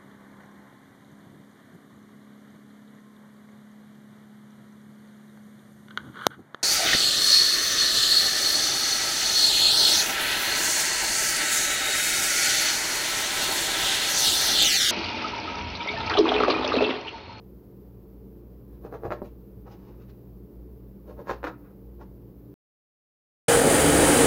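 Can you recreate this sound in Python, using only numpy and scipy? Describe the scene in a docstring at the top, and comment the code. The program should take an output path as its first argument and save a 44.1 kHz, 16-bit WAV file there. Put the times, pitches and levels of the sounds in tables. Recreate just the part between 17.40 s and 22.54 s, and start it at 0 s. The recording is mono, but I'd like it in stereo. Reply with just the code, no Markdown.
"""A kitchen knife is pulled through a slice of bread in two bouts of short strokes.
Stick-slip friction at its edge drives the countertop's resonant modes, tearing crumb crackles,
and snags release as knocks. The hand's weight thumps the counter, and fingers and blade brush
the slice as it is turned. The small kitchen reflects the knife's sound; throughout, an appliance
hums over a low rush of air and the microphone adds a faint high hiss."""
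import sys
import numpy as np
from scipy import signal
from scipy.fft import rfft, irfft, next_fast_len
from scipy.io import wavfile
from scipy.ndimage import map_coordinates

SR = 44100
rng = np.random.default_rng(int(sys.argv[2]) if len(sys.argv) > 2 else 0)


def dump_mix(stems):
    """Bounce the given channels to the path in sys.argv[1] as a 16-bit WAV at rate SR."""
    frames = np.atleast_2d(stems).T  # one column per channel
    limited = np.clip(frames, -1, 1)  # hard clip at full scale
    pcm = np.round(limited * 32767).astype(np.int16)
    wavfile.write(sys.argv[1], SR, pcm)


N = 226718


def amp(db):
    """Decibels to amplitude ratio."""
    return 10 ** (np.asarray(db) / 20)


def unit(x):
    """Normalisation to rms 1."""
    return x / np.sqrt(np.mean(x ** 2) + 1e-20)


def along(points, hz):
    """Interpolation of (frequency_hz, value) points on a logarithmic frequency axis."""
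    knots_hz, values = np.transpose(points)
    return np.interp(np.log(hz + 1), np.log(knots_hz + 1), values)


def wobble(rate_hz):
    """Smooth random modulation: a spline through Gaussian knots."""
    knots = rng.standard_normal(int(N * rate_hz / SR) + 4)
    return map_coordinates(knots, [np.arange(N) * rate_hz / SR])


def filtered(x, response):
    """Linear filtering: the spectrum of x times a frequency response."""
    n = x.shape[-1]
    size = next_fast_len(n + 8192)
    return irfft(rfft(x, size) * response(np.fft.rfftfreq(size, 1 / SR)), size)[..., :n]


def resonant(modes, hz):
    """Modal superposition: a direct path plus (centre_hz, width_hz, gain_db) resonances."""
    return 1 + sum(amp(db) * 1j * hz * width / (centre ** 2 - hz ** 2 + 1j * hz * width)
                   for centre, width, db in modes)


def add(track, start_s, x):
    """Superposition of x on the track from start_s on."""
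    start = round(start_s * SR)
    part = x[max(-start, 0):max(N - start, 0)]
    track[max(start, 0):][:len(part)] += part


def panned(x, left_db):
    """Interchannel level difference: left lies left_db above right."""
    return x * amp([[left_db / 2], [-left_db / 2]])


def correlated(pair, correlation):
    """Mid-side mixing gives two independent signals a set left-right correlation."""
    angle = lambda hz: np.arccos(np.clip(along(correlation, hz), -1, 1)) / 2
    mid, side = filtered(pair, lambda hz: np.array([np.cos(angle(hz)), np.sin(angle(hz))]))
    return np.array([mid + side, mid - side])


def stereo_noise(spectrum, correlation):
    """Spectral shaping of white noise, partly correlated between the sides, at rms 1."""
    coloured = filtered(rng.standard_normal((2, N)), lambda hz: amp(along(spectrum, hz)))
    return unit(correlated(coloured, correlation))


# Envelope of the hum's deepest tone: time_s, relative_level_db
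DRONE_ENVELOPE = [(0.0, -51), (0.24, -51.5), (2.15, -47.5), (2.22, -54.5), (2.69, -45.5), (2.82, -71),
                  (2.89, -47), (3.11, -55), (3.19, -44.5), (3.56, -53), (3.79, -45), (3.84, -71),
                  (3.91, -43.5), (4.36, -56), (4.52, -48), (5.14, -54.5)]
# Higher tones of the hum: pitch_hz, level_db, waver_db
HUM_TONES = [(119.35, -54, 2), (193.4, -55, 1.5), (291.2, -59, 3), (350, -61, 3), (442.6, -67, 3)]
# Rush of the room's air and machinery: frequency_hz, relative_density_db
AIR_SPECTRUM = [(20, -21), (33, -19), (46, -1.5), (62, 2), (85, -9.5), (115, -2), (150, -5.5), (185, -0.5),
                (235, -5), (300, -6), (440, -4), (540, -13), (680, -21.5), (1050, -25.5), (1500, -34),
                (3000, -44), (8000, -72)]
# Left-right likeness of that rush: frequency_hz, correlation
AIR_CORRELATION = [(60, 0.9), (130, 0.89), (290, 0.66), (640, 0.37), (1400, 0), (3000, 0.035)]

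def appliance(drone_hz=57.9):
    """Amplitude and phase modulation make motor and mains tones waver over a low rush of air."""
    t = np.arange(N) / SR
    tone = lambda hz, drift_rad: np.sin(2 * np.pi * hz * t + drift_rad * wobble(8))
    drone_db = np.interp(t, *np.transpose(DRONE_ENVELOPE)) - 0.5 + 1.7 * wobble(12)
    hum = amp(drone_db) * unit(tone(drone_hz, drift_rad=0.7))
    for pitch_hz, level_db, waver_db in HUM_TONES:
        waver = amp(waver_db * wobble(9))
        hum += amp(level_db) * unit(waver * tone(pitch_hz, drift_rad=0.85))
    air = amp(-49.5 + 0.13 * wobble(5.48)) * stereo_noise(AIR_SPECTRUM, AIR_CORRELATION)
    return panned(hum, left_db=-1) + panned(air, left_db=-0.5)


# Colour of the microphone's hiss: frequency_hz, relative_density_db
HISS_SPECTRUM = [(200, -9.5), (2000, -14), (5000, -10), (7000, -16.5), (9000, -21), (10300, -14),
                 (12000, -4.5), (14000, -2), (15700, -2)]
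# Its left-right likeness: frequency_hz, correlation
HISS_CORRELATION = [(1000, 0.11), (6000, 0), (9000, 1), (13000, 0.98)]
# Its balance: frequency_hz, left_minus_right_db
HISS_PAN = [(3000, -3.5), (6000, -2), (8500, 0), (11000, 1.5), (13500, -6)]

def microphone_hiss():
    """Self-noise: a faint broadband floor whose level flickers slightly."""
    hiss = amp(-67.5 + 0.75 * wobble(41)) * stereo_noise(HISS_SPECTRUM, HISS_CORRELATION)
    return filtered(hiss, lambda hz: amp(np.outer([.5, -.5], along(HISS_PAN, hz))))


# How the countertop radiates a push: frequency_hz, gain_db
COUNTER_RADIATION = [(50, -12.5), (110, -11), (210, -4), (330, -1), (560, 0), (660, -2.5), (1000, 1),
                     (1170, -1), (1550, 2), (2200, -2.5), (3100, -6.5), (5500, -3), (8500, -2.5),
                     (14000, 6)]
# Its resonances: centre_hz, width_hz, gain_over_direct_db
COUNTER_MODES = [(336, 32, 0.5), (451, 27, -2.5), (486, 75, -4.5), (600, 36, -0.5), (840, 120, -7.5),
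                 (944, 26, -11), (1085, 26, 4), (1267, 52, -3.5), (1335, 27, 0), (1666, 70, -3),
                 (1800, 71, -6.5), (2490, 190, -0.5), (3900, 340, -2)]

def counter_response(size=8192):
    """Impulse response of the countertop: a minimum-phase thud and the short ring of its modes."""
    hz = np.fft.rfftfreq(size, 1 / SR)
    cepstrum = irfft(np.log(amp(along(COUNTER_RADIATION, hz))))
    cepstrum[1:size // 2] *= 2  # folding onto positive time makes the thud causal
    cepstrum[size // 2 + 1:] = 0
    return irfft(np.exp(rfft(cepstrum)) * resonant(COUNTER_MODES, hz))[:size // 2]


def cushioned(knock, corner_hz, order=4):
    """Contact compliance: bread under the edge acts as a low-pass filter."""
    pole = np.exp(-2 * np.pi * corner_hz / SR)
    return signal.lfilter([1], np.poly([pole] * order), knock)


def slips(n, rate_hz, scatter_db):
    """A Poisson process of tiny releases with log-normal sizes and random signs."""
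    occurs = rng.random(n) < rate_hz / SR
    sizes = amp(scatter_db * rng.standard_normal(n))
    return occurs * sizes * rng.choice([-1, 1], n)


FALL_SHARE = .85  # fall time over rise time: a drag lets go faster than it builds

def swell(grains, t, rise_s):
    """Amplitude envelope: pressure builds and lets go, with grains near rms 1 at its height."""
    half_span_s = np.where(t < 0, rise_s, FALL_SHARE * rise_s) / 2
    steepness = np.where(t < 0, 1.2, 1)
    pressure = np.exp(1 - np.hypot(1, t / half_span_s) ** steepness)
    shaped = grains * pressure
    return shaped * np.sqrt(np.sum(pressure ** 2) / (np.sum(shaped ** 2) + 1e-20))


# Shudder of the pressed counter: centre_hz, width_hz, gain_over_slips_db
SHUDDER_MODE = (345, 110, -2)
# Tearing crumb: frequency_hz, relative_density_db
CRUMB_SPECTRUM = [(300, -43), (1200, 8.5), (2500, 4.5), (3200, 1.5), (5000, 1), (6600, -3.5), (8500, -21.5),
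                  (10500, -14), (13000, -11), (16000, -10)]
# Faint ring of the steel blade: centre_hz, width_hz, gain_over_crumb_db
BLADE_MODES = [(2650, 300, -6), (3930, 120, -1.5)]

def drags(rows, knock, slip_rate_hz, rasp_width_hz, rasp_db, tear_rate_hz, crumb_lag_s):
    """Stick-slip friction shakes the counter while cells of crumb fracture along the blade."""
    scrape, crumb = np.zeros(N), np.zeros(N)
    t = np.arange(-SR // 6, SR // 6) / SR
    for peak_s, rise_s, scrape_db, corner_hz, crumb_db in rows:
        rasp_hz = 0.568 * corner_hz  # both climb as the edge nears the counter
        rasp = (rasp_hz, rasp_width_hz, rasp_db)
        releases = slips(len(t), slip_rate_hz, scatter_db=2)
        chatter = signal.fftconvolve(releases, cushioned(knock, corner_hz))[:len(t)]
        chatter = filtered(chatter, lambda hz: resonant([SHUDDER_MODE], hz) * resonant([rasp], hz))
        tears = slips(len(t), tear_rate_hz, scatter_db=4)
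        tearing = filtered(tears, lambda hz: amp(along(CRUMB_SPECTRUM, hz)) * resonant(BLADE_MODES, hz))
        add(scrape, peak_s + t[0], amp(scrape_db) * swell(chatter, t, rise_s))
        add(crumb, peak_s + t[0] + crumb_lag_s, amp(crumb_db) * swell(tearing, t, rise_s))
    return scrape, crumb


# Pulls of the blade: peak_s, rise_s, relative_scrape_db, corner_hz, relative_crumb_db
KNIFE_STROKES = [(1.345, 0.047, -64, 1800, -76), (1.456, .035, -40.5, 1050, -64),
                 (1.543, .031, -37, 1280, -62), (1.657, .033, -30.5, 1040, -59.5),
                 (1.724, .019, -27, 1650, -51.5), (1.823, 0.00788, -36, 600, -85),
                 (1.853, 0.033, -47, 920, -61.5), (3.7, 0.041, -42, 950, -65),
                 (3.8, 0.035, -39.5, 1030, -67), (3.905, .032, -29, 1800, -45.5),
                 (4.046, .012, -32, 2200, -49.5), (4.074, .026, -31, 2450, -54),
                 (4.275, .055, -57, 2200, -84)]

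def cutting(knock):
    """Friction and fracture under the pulled edge give a scrape and a crackle."""
    scrape, crumb = drags(KNIFE_STROKES, knock, slip_rate_hz=1200, rasp_width_hz=240, rasp_db=-3,
                          tear_rate_hz=5000, crumb_lag_s=0.0027)
    return amp(-4) * scrape, amp(-4.5) * crumb


# The flat of the blade sliding on crumb: frequency_hz, relative_density_db
SLIDE_SPECTRUM = [(5000, -31), (9000, -19), (11000, -2.5), (13000, 2), (16000, -1.5)]

def sliding(base_db, growth, length_in_rises):
    """Sliding friction gives each stroke a fine hiss that grows slowly with the crumb's level."""
    t = np.arange(N) / SR
    envelope = np.zeros(N)
    for peak_s, rise_s, *_, crumb_db in KNIFE_STROKES:
        span_s = length_in_rises * rise_s * np.where(t < peak_s, 1, FALL_SHARE)
        envelope += amp(base_db + growth * crumb_db) / (1 + ((t - peak_s) / span_s) ** 4)
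    return envelope * stereo_noise(SLIDE_SPECTRUM, correlation=[(10000, 1.0)])


def light_catches(count=3, over_scrape_db=2, scatter_db=1.2, reach_in_rises=.6):
    """Random sticking: every drag catches lightly at chance moments near its height."""
    rows = []
    for peak_s, rise_s, scrape_db, corner_hz, _ in KNIFE_STROKES + SLICE_TOUCHES:
        for _ in range(count):
            release_s = peak_s + reach_in_rises * rise_s * rng.uniform(-1, FALL_SHARE)
            peak_db = scrape_db + over_scrape_db + scatter_db * rng.standard_normal()
            rows.append((release_s, peak_db, corner_hz))
    return rows


# The edge catches hard and lets go: release_s, relative_peak_db
HARD_SNAGS = [(1.4497, -27.5), (1.526, -26), (1.54, -25), (1.6352, -23), (1.6538, -19.5), (1.7058, -18),
              (1.7117, -22), (1.7221, -14.5), (1.8188, -19), (3.872, -26.5), (3.8953, -16), (3.903, -19),
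              (3.9118, -15), (4.031, -23.5), (4.0419, -15), (4.0493, -20.5), (4.072, -22.5), (4.6265, -38)]

def hard_catches(even_db=-16.5, db_per_octave=29):
    """Nonlinear contact: a snag above even_db bites deeper and is brighter than the nearest drag."""
    rows = []
    for release_s, peak_db in HARD_SNAGS:
        *_, corner_hz, _ = min(KNIFE_STROKES + SLICE_TOUCHES, key=lambda row: abs(row[0] - release_s))
        octaves = (peak_db - even_db) / db_per_octave
        rows.append((release_s, peak_db, corner_hz * 2 ** octaves))
    return rows


def snags(knock, load_s, load_share):
    """Elastic loading and release: the edge strains the counter, then jumps free and knocks it."""
    track = np.zeros(N)
    t = np.arange(-SR // 200, 1) / SR
    loading = np.exp(t / load_s)
    force = load_share * loading / loading.sum() - (t == 0)
    for release_s, peak_db, corner_hz in hard_catches() + light_catches():
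        blow = cushioned(np.convolve(force, knock), corner_hz)
        add(track, release_s + t[0], amp(peak_db) * blow / np.abs(blow).max())
    return track


# Reverberation time of the kitchen: frequency_hz, t60_s
KITCHEN_DECAY = [(150, 0.18), (600, 0.27), (1300, 0.28), (6000, 0.18), (14000, 0.1)]
# Left-right likeness of its echoes: frequency_hz, correlation
ECHO_CORRELATION = [(150, 1), (300, 0.99), (550, 0.54), (1200, -0.35), (3000, -0.22)]

def echo_pattern(near_db, near_t60_s, far_db):
    """Early reflections off oven door and wall, and the room's diffuse tail, as decaying noise."""
    hz, t, spectra = signal.stft(rng.standard_normal((2, SR // 3)), SR, nperseg=256)
    decay = amp(-60 * t / along(KITCHEN_DECAY, hz)[:, None])
    far = signal.istft(spectra * decay, SR, nperseg=256)[1]
    age_s = np.arange(far.shape[1]) / SR
    near = rng.standard_normal(far.shape) * amp(-60 * age_s / near_t60_s)
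    echoes = sum(amp(db) * x / np.linalg.norm(x[0]) for db, x in [(near_db, near), (far_db, far)])
    return correlated(echoes, ECHO_CORRELATION)


def kitchen(x, near_db, near_t60_s, far_db, delay_s=0.001139, steps=20):
    """Time-varying reverberation: echo patterns crossfade as hands and knife move."""
    hop = N // steps + 1
    delayed = np.pad(x, (hop + round(delay_s * SR), 2 * hop))
    fade = signal.get_window("hann", 2 * hop)
    wet = np.zeros((2, len(delayed) + SR))
    for start in range(0, N + hop, hop):
        segment = fade * delayed[None, start:start + 2 * hop]
        echoes = signal.fftconvolve(segment, echo_pattern(near_db, near_t60_s, far_db), axes=1)
        wet[:, start:start + echoes.shape[1]] += echoes
    return wet[:, hop:hop + N]


# The hand's weight lands on the slice: start_s, peak_db
HAND_THUMPS = [(1.647, -35.5), (1.68, -34), (2.167, -40)]

def thumps(flex_hz, t60_s, attack_s):
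    """Damped flexural vibration: a soft push bends the whole countertop for a few cycles."""
    t = np.arange(SR // 4) / SR
    flex = np.sin(2 * np.pi * flex_hz * t) * amp(-60 * t / t60_s) * (1 - np.exp(-t / attack_s))
    track = np.zeros(N)
    for start_s, peak_db in HAND_THUMPS:
        add(track, start_s, amp(peak_db) * flex / flex.max())
    return track


# Fingers and flat blade on the slice: peak_s, rise_s, relative_rub_db, corner_hz, relative_crumb_db
SLICE_TOUCHES = [(2.277, 0.021, -46, 1390, -68.5), (2.322, 0.03, -50.5, 1450, -61.5),
                 (2.46, 0.16, -60.5, 1650, -72.5), (2.485, .02, -58, 1880, -68),
                 (2.62, .045, -63, 2200, -69.5), (2.698, 0.017, -62, 2600, -62.5),
                 (4.616, 0.024, -47, 1520, -65.5)]

def handling(knock):
    """Light friction on the slice: denser slips give a soft rub and a rustle."""
    rub, rustle = drags(SLICE_TOUCHES, knock, slip_rate_hz=1800, rasp_width_hz=220, rasp_db=5.5,
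                        tear_rate_hz=6600, crumb_lag_s=0.0011)
    return amp(-3) * rub, amp(-3.5) * rustle


def scene():
    """Superposition of the knife's direct sound, its reflections and the appliance's hum."""
    knock = counter_response()
    scrape, crumb = cutting(knock)
    rub, rustle = handling(knock)
    knocks = amp(-1) * snags(knock, load_s=0.00066, load_share=0.56)
    body = knocks + scrape + rub
    body = body + kitchen(body, near_db=0.5, near_t60_s=0.075, far_db=-6)
    body += thumps(flex_hz=109.5, t60_s=0.089, attack_s=0.0027)
    crackle = crumb + rustle
    crackle = crackle + kitchen(crackle, near_db=2.5, near_t60_s=0.029, far_db=1)
    slide = sliding(base_db=-58, growth=0.19, length_in_rises=1.15)
    return panned(body, left_db=-2.5) + panned(crackle + slide, left_db=-3) + appliance()


def record(dry):
    """Band limiting: the microphone adds its hiss and passes nothing above its cutoff."""
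    cutoff_hz = 15780
    return filtered(dry + microphone_hiss(), lambda hz: hz < cutoff_hz)


dry = scene()
out = record(dry)
dump_mix(out)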